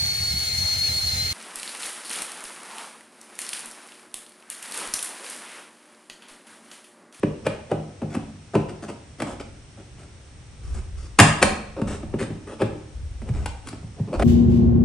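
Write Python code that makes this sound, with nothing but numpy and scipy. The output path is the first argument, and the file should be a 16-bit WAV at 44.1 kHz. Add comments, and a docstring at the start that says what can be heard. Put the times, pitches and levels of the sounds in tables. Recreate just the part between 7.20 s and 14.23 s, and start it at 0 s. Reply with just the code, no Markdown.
"""A plastic tool tube, mounted on a compact tractor, is gripped and turned by hand in an open shed.
Impacts excite its damped modes as hollow knocks; stick-slip friction makes it rub and rasp.
Midway it snaps loudly, twice. Each blow shakes the tractor's frame, and the shed reverberates.
Air now and then buffets the microphone, over a faint hiss."""
import sys
import numpy as np
from scipy import signal
from scipy.fft import rfft, irfft, next_fast_len
from scipy.io import wavfile
from scipy.ndimage import uniform_filter1d

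SR = 44100
rng = np.random.default_rng(int(sys.argv[2]) if len(sys.argv) > 2 else 0)


def to_wav(sig):
    """Store sig (one row per channel, or 1-D mono) as 16-bit WAV at the path in sys.argv[1].

    Samples outside -1..1 are clipped; the rate is SR.
    """
    pcm = np.clip(np.atleast_2d(sig), -1, 1) * 32767
    pcm = np.round(pcm).astype(np.int16)
    wavfile.write(sys.argv[1], SR, pcm.T)  # frames by channels


N = 310239
TIME = np.arange(N) / SR


def from_db(db):
    """Amplitude ratio of a level in decibels."""
    return 10 ** (np.asarray(db) / 20)


def rms(x):
    """Root-mean-square amplitude."""
    return np.sqrt(np.mean(x ** 2) + 1e-20)


def at_hz(rows, hz):
    """Interpolation of a two-column table on a logarithmic frequency axis."""
    freqs, values = np.transpose(rows)
    return np.interp(np.log(np.maximum(hz, 1)), np.log(freqs), values)


def band(x, low, high, order):
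    """Causal Butterworth band-pass filtering."""
    return signal.sosfilt(signal.butter(order, [low, high], "band", fs=SR, output="sos"), x)


def add(track, start_s, sound):
    """Linear superposition of a sound on a track."""
    start = max(int(start_s * SR), 0)
    track[:, start:start + sound.shape[1]] += sound[:, :max(N - start, 0)]


# Left-right coherence of the diffuse field: f/Hz, coherence/1
COHERENCE = [(60, .96), (130, .975), (260, .965), (550, .45), (1200, .33), (2500, .38), (5000, .28),
             (10000, .2)]

def diffuse_pair(spectra, hz):
    """Spatial coherence: two independent spectra mix to left and right, most alike at long wavelengths."""
    coherence = at_hz(COHERENCE, hz)
    mid = np.sqrt(1 + coherence) * spectra[0]
    side = np.sqrt(1 - coherence) * spectra[1]
    return np.array([mid + side, mid - side]) / np.sqrt(2)


def coloured_noise(spectrum):
    """Spectral shaping of white noise gives diffuse stereo noise of unit rms."""
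    hz = np.fft.rfftfreq(N, 1 / SR)
    white = diffuse_pair(rfft(rng.standard_normal((2, N))), hz)
    noise = irfft(white * from_db(at_hz(spectrum, hz)), N)
    return noise / rms(noise)


# Spectral density of the background hiss: f/Hz, relative level/dB
HISS_SPECTRUM = [(30, -28), (60, -9.5), (102, 1), (200, -14.5), (310, -17), (480, -21), (1000, -26.5),
                 (2400, -28), (4800, -33), (5400, -31), (5570, -26), (5800, -30), (7200, -35.5),
                 (8700, -29.5), (9700, -34.5), (10200, -101)]

def hiss(level_db=-46):
    """Stationary broadband noise forms a faint floor."""
    return from_db(level_db) * coloured_noise(HISS_SPECTRUM)


# Strength of the air against the microphone: t/s, relative level/dB
GUSTS = [(0, -59), (1.8, -62), (2.1, -45), (2.5, -55.5), (3.28, -47.5), (3.58, -29), (3.92, -40.5),
         (4.19, -42), (4.25, -28), (4.36, -42), (4.97, -35.5), (5.2, -47), (5.69, -49.5), (5.75, -33),
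         (6.27, -29.5), (6.5, -43.5), (6.91, -55), (7.0, -25)]
# Spectral density of the rumble of air and of frame: f/Hz, relative level/dB
RUMBLE_SPECTRUM = [(20, -11.5), (35, -4.5), (58, 5), (80, 2.5), (110, -10), (170, -29), (400, -63)]

def buffeting(flutter_db=3, eddies_per_s=19, side_db=5.5, trim_db=0.5):
    """Turbulent pressure on the microphone makes a low rumble whose level flutters at random."""
    rumble = coloured_noise(RUMBLE_SPECTRUM)
    mid = rumble.mean(axis=0)
    rumble = mid + from_db(side_db) * (rumble - mid)
    running_power = uniform_filter1d(np.mean(rumble ** 2, axis=0), size=2400)
    eddies = rng.standard_normal(400)
    flutter = np.interp(TIME * eddies_per_s, np.arange(len(eddies)), eddies)
    gust_db = np.interp(TIME, *np.transpose(GUSTS))
    return rumble / np.sqrt(running_power) * from_db(gust_db + flutter_db * flutter + trim_db)


# Normal modes of the tube on its mount: f/Hz, relative level/dB, T60/s
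TUBE_MODES = [(107, -5, 0.28), (122.5, -10, 0.334), (154.1, -4, 0.34), (197.2, -1, 0.077),
              (218, -6.5, 0.16), (257.4, -9.5, 0.11), (299.8, -6, 0.16), (326, -15.5, 0.11),
              (390, -3, 0.089), (457.5, -11.5, 0.153), (536, -6.5, 0.082), (595, -10.5, 0.111),
              (666, -10.5, 0.038), (806, -2, 0.024), (901, -14.5, 0.13), (1000, -5.5, 0.024),
              (1110, -3.5, 0.028), (1277, 14, 0.013), (1503, -5, 0.067), (1662, -10, 0.072),
              (2220, -30, .04), (2593, -14.5, 0.054), (2806, -6, 0.039)]

def tube_response(flex_hz, swell_s, ring_db, flex_db, wall_db, wall_t60, snap_db, size):
    """Impulse response: the wall flexes and springs back, its dense modes crack, the hollow rings on."""
    t = TIME[:size]
    hz, level_db, t60 = np.transpose(TUBE_MODES)[:, :, None]
    # modes near the flexing frequency respond most; the place of contact sets the rest by chance
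    resonance_db = 3 * np.exp(-(2 * np.log2(hz / flex_hz)) ** 2)
    scatter_db = 1.5 * rng.standard_normal(hz.shape)
    strength = from_db(level_db + resonance_db + scatter_db) * rng.choice([-1, 1], hz.shape)
    modes = np.sum(strength * from_db(ring_db - 60 * t / t60) * np.sin(2 * np.pi * hz * t), axis=0)
    swell = (t / swell_s * np.exp(1 - t / swell_s)) ** 2
    flex = from_db(flex_db) * swell * np.sin(2 * np.pi * flex_hz * t)
    noise = rng.standard_normal(size)
    crack = from_db(-60 * t / wall_t60) * band(noise, 480, 2790, order=1)
    contact_snap = from_db(snap_db - 60 * t / 0.026) * band(noise, 7080, 9200, order=1)
    return modes + flex + from_db(wall_db) * (crack + contact_snap)


def knock_balance(wall_hz, hardness_db, slack_hz=120, stiff_hz=335):
    """Stiffness sets the band levels (dB): slack walls and soft contacts thump, stiff, hard ones clack."""
    thump_db = -9 + 24 * (slack_hz / wall_hz) ** 1.84 - 0.16 * hardness_db
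    clack_db = -9.5 + 2 * np.log2(wall_hz / stiff_hz) + 0.52 * hardness_db
    tick_db = -23.5 + hardness_db
    return np.array([thump_db, 0, clack_db, tick_db])


# Blows on the tube: t/s, wall f/Hz, hollow-knock level/dB, contact hardness/dB, preceding slide/s
BLOWS = [(0.031, 414, -15, -10, 0.0044), (0.265, 537, -19, 6, 0.022), (0.514, 387, -18.5, -5.5, .02),
         (0.816, 258, -27, -8.5, 0.0042), (0.828, 216, -28, -23, 0.00029), (0.948, 250, -29, 10.5, 0.056),
         (0.964, 246, -24, -12, 0), (1.351, 385, -13, -5, .018), (2.001, 502.2, -30.5, 14, 0.018),
         (2.019, 302, -24, 11, 0.00017), (3.9882, 1067, -13.5, 24, 0.0053), (3.998, 1610, -10, 25.5, 0),
         (4.002, 121.3, -26.5, -14, 0.0043), (4.226, 536, -12, 20, .012), (4.615, 201.8, -20, -3.5, 0),
         (4.83, 304, -33.5, -7, 0.0076), (4.938, 383, -23, -14.5, 0.011), (5.012, 333, -23.5, -9, 0),
         (5.1, 276, -28.5, -19, 0.0011), (5.417, 372, -15, -2.5, 0.027), (6.017, 203.2, -37, 4, 0),
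         (6.089, 114.4, -35.5, 8.5, .05), (6.258, 796, -31, 20, 0), (6.471, 300.4, -40, 22.5, 0.025),
         (6.485, 246, -45, 29.5, 0.0069), (6.527, 284, -36.5, 5.5, 0.011), (6.628, 118, -49, -22, 0),
         (6.795, 120, -35, -11, 0.044), (6.927, 555, -29, -9, 0), (6.995, 710, -20, 1.5, 0.0026),
         (7.022, 694, -19, 2, 0.0067)]
# Bands of thump, hollow knock, clack and tick: lower f/Hz, upper f/Hz
BLOW_BANDS = [(85, 220), (220, 750), (760, 2750), (4400, 11000)]

def knocks():
    """Impact excitation: a soft palm drives mainly the bass; a hard plastic edge adds clack and tick."""
    out = np.zeros((3, N))
    for start_s, wall_hz, level_db, hardness_db, _ in BLOWS:
        blow = tube_response(wall_hz, swell_s=0.00071 + 1.19 / wall_hz, ring_db=1 - 0.13 * hardness_db,
                             flex_db=7.5, wall_db=19.5, wall_t60=0.037, snap_db=-7, size=15000)
        # the plastic yields before it responds in full, more briefly under a hard contact
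        yield_s = 0.0014 * from_db(-0.16 * hardness_db)
        blow = blow * (1 - np.exp(-TIME[:len(blow)] / yield_s))
        sound = 0
        for (low, high), balance_db in zip(BLOW_BANDS, knock_balance(wall_hz, hardness_db)):
            part = band(blow, low, high, order=3)
            attack_rms = np.sqrt(uniform_filter1d(part ** 2, SR // 100).max())
            sound = sound + from_db(level_db + balance_db) * part / attack_rms
        add(out, start_s, with_reverberation(sound))
    return out


# Friction bands of groan, rasp and hiss: lower f/Hz, upper f/Hz
FRICTION_BANDS = [(190, 700), (750, 2850), (4600, 9500)]

def stick_slip(strokes, taper, tighten_db, slips_per_s=1800, trim_db=-3.5):
    """Stick-slip friction: sliding plastic catches and releases at random, each slip tapping the tube."""
    out = np.zeros((3, N))
    for start_s, length_s, rasp_db, bright_db in strokes:
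        count = int(np.clip(length_s, 0.01, 0.4) * SR)
        chance, size, sign = rng.random((3, SR // 2))[:, :count]
        slips = (chance < slips_per_s / SR) * from_db(-2.5 * np.log(size + 0.01)) * np.sign(sign - 0.5)
        grip = from_db(tighten_db * np.linspace(0, 1, count))
        slips = slips * signal.windows.tukey(count, taper) * grip
        stroke = 0
        for spot in range(2):   # the slips fall on two spots of the tube
            touch = tube_response(flex_hz=347, swell_s=0.0017, ring_db=-2, flex_db=2.5,
                                  wall_db=22.5, wall_t60=0.011, snap_db=-15, size=4000)
            hand_damping = from_db(-250 * TIME[:len(touch)])
            spot_slips = slips * (np.arange(count) % 2 == spot)
            stroke = stroke + signal.fftconvolve(spot_slips, touch * hand_damping)
        groan_db = rasp_db + 7.5 - 0.9 * bright_db   # a dull rub groans more
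        hiss_db = rasp_db - 7 + bright_db
        sound = 0
        for (low, high), level_db in zip(FRICTION_BANDS, (groan_db, rasp_db, hiss_db)):
            part = band(stroke, low, high, order=3)
            sound = sound + from_db(level_db + trim_db) * part / rms(part[:count])
        add(out, start_s, with_reverberation(sound))
    return out


def slides(overrun_s=0.0069):
    """Friction grows as the tube gathers speed into a blow; a harder contact is louder and brighter."""
    strokes = []
    for blow_s, _, level_db, hardness_db, slide_s in BLOWS:
        if slide_s > 0:
            rasp_db = level_db - 19 + 0.46 * hardness_db
            bright_db = -4 + 0.3 * hardness_db
            strokes.append((blow_s - slide_s, slide_s + overrun_s, rasp_db, bright_db))
    return stick_slip(strokes, taper=0.3, tighten_db=13.5)


def from_left(x, lag_s=25e-6, treble_pan_db=1.5):
    """Time and level differences: the tube lies a little to the left, so is earlier and brighter there."""
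    size = next_fast_len(N + SR, real=True)
    hz = np.fft.rfftfreq(size, 1 / SR)
    phase_lead = np.exp(1j * np.pi * hz * lag_s)
    left = phase_lead * from_db(treble_pan_db * hz / (hz + 2500))
    return irfft(rfft(x, size) * np.array([left, 1 / left]), size)[:, :N]


# Reverberant response of the shed: f/Hz, relative level/dB
SHED_RESPONSE = [(40, 0), (90, -14), (200, -2), (400, -7), (800, -0.5), (1600, -5), (3200, 0.5),
                 (6400, -0.5), (9000, 0.5), (11000, -12)]

def with_reverberation(sound, build_s=0.0038, body_t60=0.61, treble_t60=0.33, crossover_hz=4000):
    """Diffuse reflections decay exponentially, the treble sooner. Rows: direct, left echo, right echo."""
    size = 2 ** 15
    t, hz = TIME[:size], np.fft.rfftfreq(size, 1 / SR)
    paths = rng.standard_normal((2, size)) * (1 - np.exp(-t / build_s))
    body, treble = [paths * from_db(-60 * t / t60) for t60 in (body_t60, treble_t60)]
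    treble_share = hz ** 2 / (hz ** 2 + crossover_hz ** 2)
    tails = (rfft(body) * (1 - treble_share) + rfft(treble) * treble_share) / (rms(body) * np.sqrt(size))
    room = diffuse_pair(tails, hz) * from_db(at_hz(SHED_RESPONSE, hz))
    echo = irfft(rfft(sound, size) * room, size)
    return np.vstack([np.pad(sound, (0, size - len(sound))), echo])


def frame_shudder(rise_s=0.033, t60=0.55, coupling_db=-20):
    """Structure-borne vibration: each blow sets the tractor's frame rumbling for a moment."""
    t = TIME[:SR // 2]
    swell = (1 - np.exp(-t / rise_s)) * from_db(coupling_db - 60 * t / t60)
    envelope = np.zeros((1, N))
    for start_s, _, level_db, _, _ in BLOWS:
        add(envelope, start_s, from_db(level_db) * swell[None])
    return envelope * coloured_noise(RUMBLE_SPECTRUM).mean(axis=0)


# Plastic sliding under the hands: t/s, duration/s, relative rasp level/dB, brightness/dB
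HAND_STROKES = [(1.484, 0.026, -42.5, 0), (1.62, 0.033, -40.5, 0.5), (1.679, 0.031, -39, -1),
                (2.061, 0.085, -42, 0), (2.196, 0.021, -38.5, -0.5), (2.57, 0.045, -53.5, -4),
                (2.778, 0.072, -53.5, 3), (3.423, 0.19, -55, 6.5), (3.536, 0.06, -47, 4),
                (3.768, 0.11, -53.5, 7), (4.562, 0.041, -43, -9), (4.667, .1, -38.5, 2.5),
                (4.984, .06, -34.5, 0.5), (5.264, 0.088, -44, -1.5), (6.128, .13, -47.5, 0),
                (6.869, 0.0665, -53.5, -14), (6.926, 0.04, -36.5, -5), (6.984, 0.14, -36, -4)]

def rubs():
    """Sliding friction under nearly even pressure, as the hands turn the tube."""
    return stick_slip(HAND_STROKES, taper=0.21, tighten_db=-1.5)


def scene():
    """Superposition of the tube's direct sound, the shed's echo, the shaken frame, the air and the hiss."""
    tube = knocks() + slides() + rubs()
    direct, echo = tube[0], tube[1:]
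    return from_left(direct) + echo + frame_shudder() + buffeting() + hiss()


def record(dry, cutoff_hz=11283):
    """Saturation rounds off the loudest snaps; a steep low-pass filter limits the bandwidth."""
    clipped = dry / (1 + dry ** 6) ** (1 / 6)
    low_pass = signal.ellip(10, 0.2, 80, cutoff_hz, fs=SR, output="sos")
    return signal.sosfilt(low_pass, clipped)


dry = scene()
out = record(dry)
to_wav(out)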